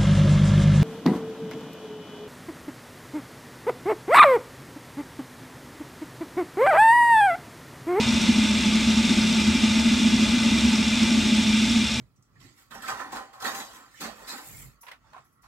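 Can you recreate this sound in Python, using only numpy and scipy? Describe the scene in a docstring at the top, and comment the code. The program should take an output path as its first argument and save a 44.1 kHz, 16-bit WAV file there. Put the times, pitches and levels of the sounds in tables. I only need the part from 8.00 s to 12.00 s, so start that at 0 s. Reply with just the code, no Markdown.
"""A fan drone near 216 Hz, fluttering unevenly over a low duct rumble: ventilation in a large gym.
Air rushes through narrow resonances, with thin whistles and fine grit in the treble.
Something rubs lightly on every turn of the shaft. A faint ring dies away at the start.
The drone falls away just before the end, and the rush eases with it."""
import sys
import numpy as np
from scipy import signal
from scipy.fft import rfft, irfft
from scipy.io import wavfile
from scipy.ndimage import uniform_filter1d

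SR = 44100
rng = np.random.default_rng(int(sys.argv[2]) if len(sys.argv) > 2 else 0)


def pcm_store(signal):
    """Save signal as 16-bit PCM."""
    levels = np.round(np.clip(np.atleast_2d(signal), -1, 1) * 32767)
    wavfile.write(sys.argv[1], SR, levels.astype(np.int16).T)


N = 176400
TIME_S = np.arange(N) / SR
BIN_HZ = np.maximum(np.arange(N // 2 + 1) * SR / N, 1)
SHAFT_HZ = 13.5

# Envelope of upper rush, whistles and grit: t/s, level/dB
RUSH_ENVELOPE = [(0, -0.5), (2, -0.28), (3.75, 0), (4, -2.5)]


def undb(db):
    """Decibels to gain."""
    return 10 ** (np.asarray(db) / 20)


def level(x, rms_db):
    """Scale x to an rms level."""
    return x * undb(rms_db) / np.sqrt(np.mean(x ** 2))


def colour(points):
    """Gain per bin from rows of f/Hz, level/dB."""
    hz, db = np.array(points, float).T
    return undb(np.interp(np.log(BIN_HZ), np.log(hz), db))


def curve(points):
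    """Gain per sample from rows of t/s, level/dB."""
    return undb(np.interp(TIME_S, *np.array(points, float).T))


def decay(t60_s):
    """Exponential envelope, 60 dB down at t60_s."""
    return np.exp(-np.log(1000) * TIME_S / t60_s)


def resonance(hz, width_hz):
    """Gain per bin of one peak; full width at half amplitude."""
    return 1 / (1 + (2 * (BIN_HZ - hz) / width_hz) ** 2)


def noise(gain):
    """Unit-rms noise shaped by a gain per bin."""
    phase = 2 * np.pi * rng.random(len(gain))
    return level(irfft(gain * np.exp(1j * phase), N), rms_db=0)


def wander(rate_hz):
    """Smooth unit-rms random motion, up to about rate_hz."""
    return noise(np.exp(-(BIN_HZ / rate_hz) ** 2))


def hall_noise(gain):
    """Stereo noise: a common part plus a weaker diffuse part from the hall."""
    # Side relative to mid: f/Hz, level/dB
    stereo_width = [(60, -23.5), (200, -21), (380, -12), (1290, -13), (2380, -14), (5500, -15),
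                    (7000, -11.5), (10000, -25.5), (15000, -48)]
    side_gain = gain * colour(stereo_width)
    side = noise(side_gain) * np.sqrt(np.sum(side_gain ** 2) / np.sum(gain ** 2))
    return noise(gain) + np.array([[1], [-1]]) * side


def fan():
    """A wavering blade tone beats with narrow-band turbulence; both throb once a turn."""
    # Turbulence spectrum: f/Hz, relative level/dB
    turbulence = [(160, -36.5), (174, -20.5), (184, -10.5), (192, -19.5), (204, -14.5), (214, -5),
                  (228, -1), (236, -2), (245, -4.5), (256, -12), (275, -18), (320, -21.5), (400, -31),
                  (520, -67.5)]
    # Drone envelope: t/s, level/dB
    envelope = [(0, -3), (.35, 1.5), (.56, -2.5), (.63, -1), (1.02, 1.2), (1.22, -0.5), (1.66, 0), (2, 1.6),
                (2.38, -0.5), (2.6, 2), (2.84, -1.5), (2.9, -4), (3.02, 0.5), (3.61, 0), (3.84, -0.5),
                (3.865, -11.5), (4, -8)]
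    blade_hz, drift_hz, flutter_db = 216.5, 1.624, 2.0
    phase = 2 * np.pi * np.cumsum(blade_hz + drift_hz * wander(rate_hz=4.42)) / SR
    tone = np.sin(phase) * undb(flutter_db * wander(rate_hz=2.9))
    drone = level(tone, rms_db=-24) + undb(-23) * hall_noise(colour(turbulence))
    power = uniform_filter1d(np.mean(drone ** 2, axis=0), size=SR // 6)
    steady = drone / np.sqrt(power / power.mean())  # evens out slow random swells
    throb = 1 + .24 * np.cos(2 * np.pi * SHAFT_HZ * TIME_S)
    return steady * throb * curve(envelope)


def duct_rumble():
    """Low rumble of air moving in the duct."""
    # Rumble spectrum: f/Hz, relative level/dB
    spectrum = [(15, -28), (30, -29), (46, -14), (60, -10), (70, 0), (82, -2.5), (95, -7), (110, -6.5),
                (128, -6.5), (150, -13), (250, -22), (500, -64)]
    return undb(-36) * hall_noise(colour(spectrum))


def air_rush():
    """Flow noise combed by fixed reflections, plus air-path resonances; the level flickers slightly."""
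    # Rush spectrum: f/Hz, relative level/dB
    spectrum = [(200, -15), (400, -9.5), (490, -7.5), (600, -4), (770, -12.5), (880, -7.5), (1060, -9),
                (1200, -4), (1370, -8), (1550, -4.5), (1850, -8.5), (2030, -3.5), (2250, -5.5), (2500, 0),
                (3100, -2.5), (3720, 1), (4150, -4.5), (4700, -9.5), (5600, -13.5), (6600, -10.5),
                (7000, -15.5), (8000, -11.5), (9500, -22), (12500, -33), (15500, -53)]
    # Air-path resonances: f/Hz, nominal width/Hz, relative level/dB
    modes = [(885, 78, -7), (2183, 8.3, 2), (2374, 44, 2), (2768, 24, 0.5), (3340, 27, -9), (3450, 12, -1),
             (3680, 170, -11.5), (4396, 80, -8.5), (5024, 120, -5), (5490, 170, -7.5), (5840, 64, -5.5),
             (6530, 42, -8.5), (7540, 140, -12.5), (8020, 69, -18)]
    # Envelope below the crossover: t/s, level/dB
    lower_envelope = [(0, 0.5), (.6, .5), (1.4, 0.1), (2.5, 1), (3.5, -.5), (3.8, -1.5), (4, -3.5)]
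    echo_share, crossover_hz, flicker_db = .58, 1520, .5
    echoes = rng.standard_normal(N) * decay(t60_s=.22)
    comb = level(abs(rfft(echoes)), rms_db=0)
    rush_gain = colour(spectrum) * np.sqrt(1 - echo_share + echo_share * comb ** 2)
    mode_power = sum((undb(db) * resonance(hz, 1.08 * width)) ** 2 for hz, width, db in modes)
    flow = undb(-28) * hall_noise(rush_gain) + undb(-34.5) * hall_noise(np.sqrt(mode_power))
    lower = irfft(rfft(flow) / (1 + (BIN_HZ / crossover_hz) ** 8), N)
    flow = lower * curve(lower_envelope) + (flow - lower) * curve(RUSH_ENVELOPE)
    return flow * undb(flicker_db * wander(rate_hz=45))


def whistles():
    """Thin unsteady tones in the rush: very narrow noise bands."""
    # Whistle peaks: f/Hz, relative level/dB
    peaks = [(856, -51), (2046, -50), (2175, -49), (2390, -44), (2767, -48), (3266, -46), (3432, -48),
             (3560, -46), (4954, -51), (6303, -56), (7107, -58), (7467, -56), (8010, -57)]
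    power = sum((undb(db) * resonance(hz, width_hz=12)) ** 2 for hz, db in peaks)
    gain = undb(-2) * np.sqrt(sum(undb(db) ** 2 for _, db in peaks))
    return gain * hall_noise(np.sqrt(power)) * curve(RUSH_ENVELOPE)


def shaft_rub():
    """High resonances brushed at the same three angles on every turn."""
    # Contacts: angle/turns, relative level/dB
    rubs = [(.22, 0), (.44, -3.5), (.93, 0)]
    # Resonances of the rubbed part: f/Hz, width/Hz, relative level/dB
    modes = [(3730, 200, -4), (5030, 180, -7), (5540, 260, 0), (6500, 3500, -16)]
    sigma_turns = .05
    contact = np.zeros(N)
    for angle_turns, db in rubs:
        offset_turns = (SHAFT_HZ * TIME_S - angle_turns + .5) % 1 - .5
        contact += undb(db) * np.exp(-.5 * (offset_turns / sigma_turns) ** 2)
    body = sum(undb(db) * resonance(hz, width) for hz, width, db in modes)
    return level(hall_noise(body) * contact, rms_db=-39.5)


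def grit():
    """Dense tiny ticks from the turning parts roughen the treble."""
    # Tick spectrum: f/Hz, relative level/dB
    spectrum = [(1500, -15), (3500, 0), (6000, -1), (8500, -7), (12000, -21), (15000, -25)]
    ticks_per_s, scatter_db, tau_s = 330, 3, .0018
    ticks = (rng.random(N) < ticks_per_s / SR) * rng.choice([-1, 1], N)
    ticks = ticks * undb(scatter_db * rng.standard_normal(N))
    burst = rng.standard_normal(N) * np.exp(-TIME_S / tau_s)
    crackle = irfft(rfft(ticks) * rfft(burst) * colour(spectrum), N)
    return level(crackle, rms_db=-45.5) * curve(RUSH_ENVELOPE)


def fading_ring():
    """A faint ring dies away in the hall at the start."""
    return undb(-39) * hall_noise(resonance(hz=945, width_hz=180)) * decay(t60_s=1.6)


def scene():
    """All sources, a touch stronger on the left."""
    balance_db = .1
    mix = fan() + duct_rumble() + air_rush() + whistles() + shaft_rub() + grit() + fading_ring()
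    return mix * undb(np.array([[balance_db], [-balance_db]]) / 2)


def record(dry):
    """Steep elliptic low-pass."""
    cutoff_hz = 15600
    return signal.sosfilt(signal.ellip(10, .1, 80, cutoff_hz, fs=SR, output="sos"), dry)


dry = scene()
out = record(dry)
pcm_store(out)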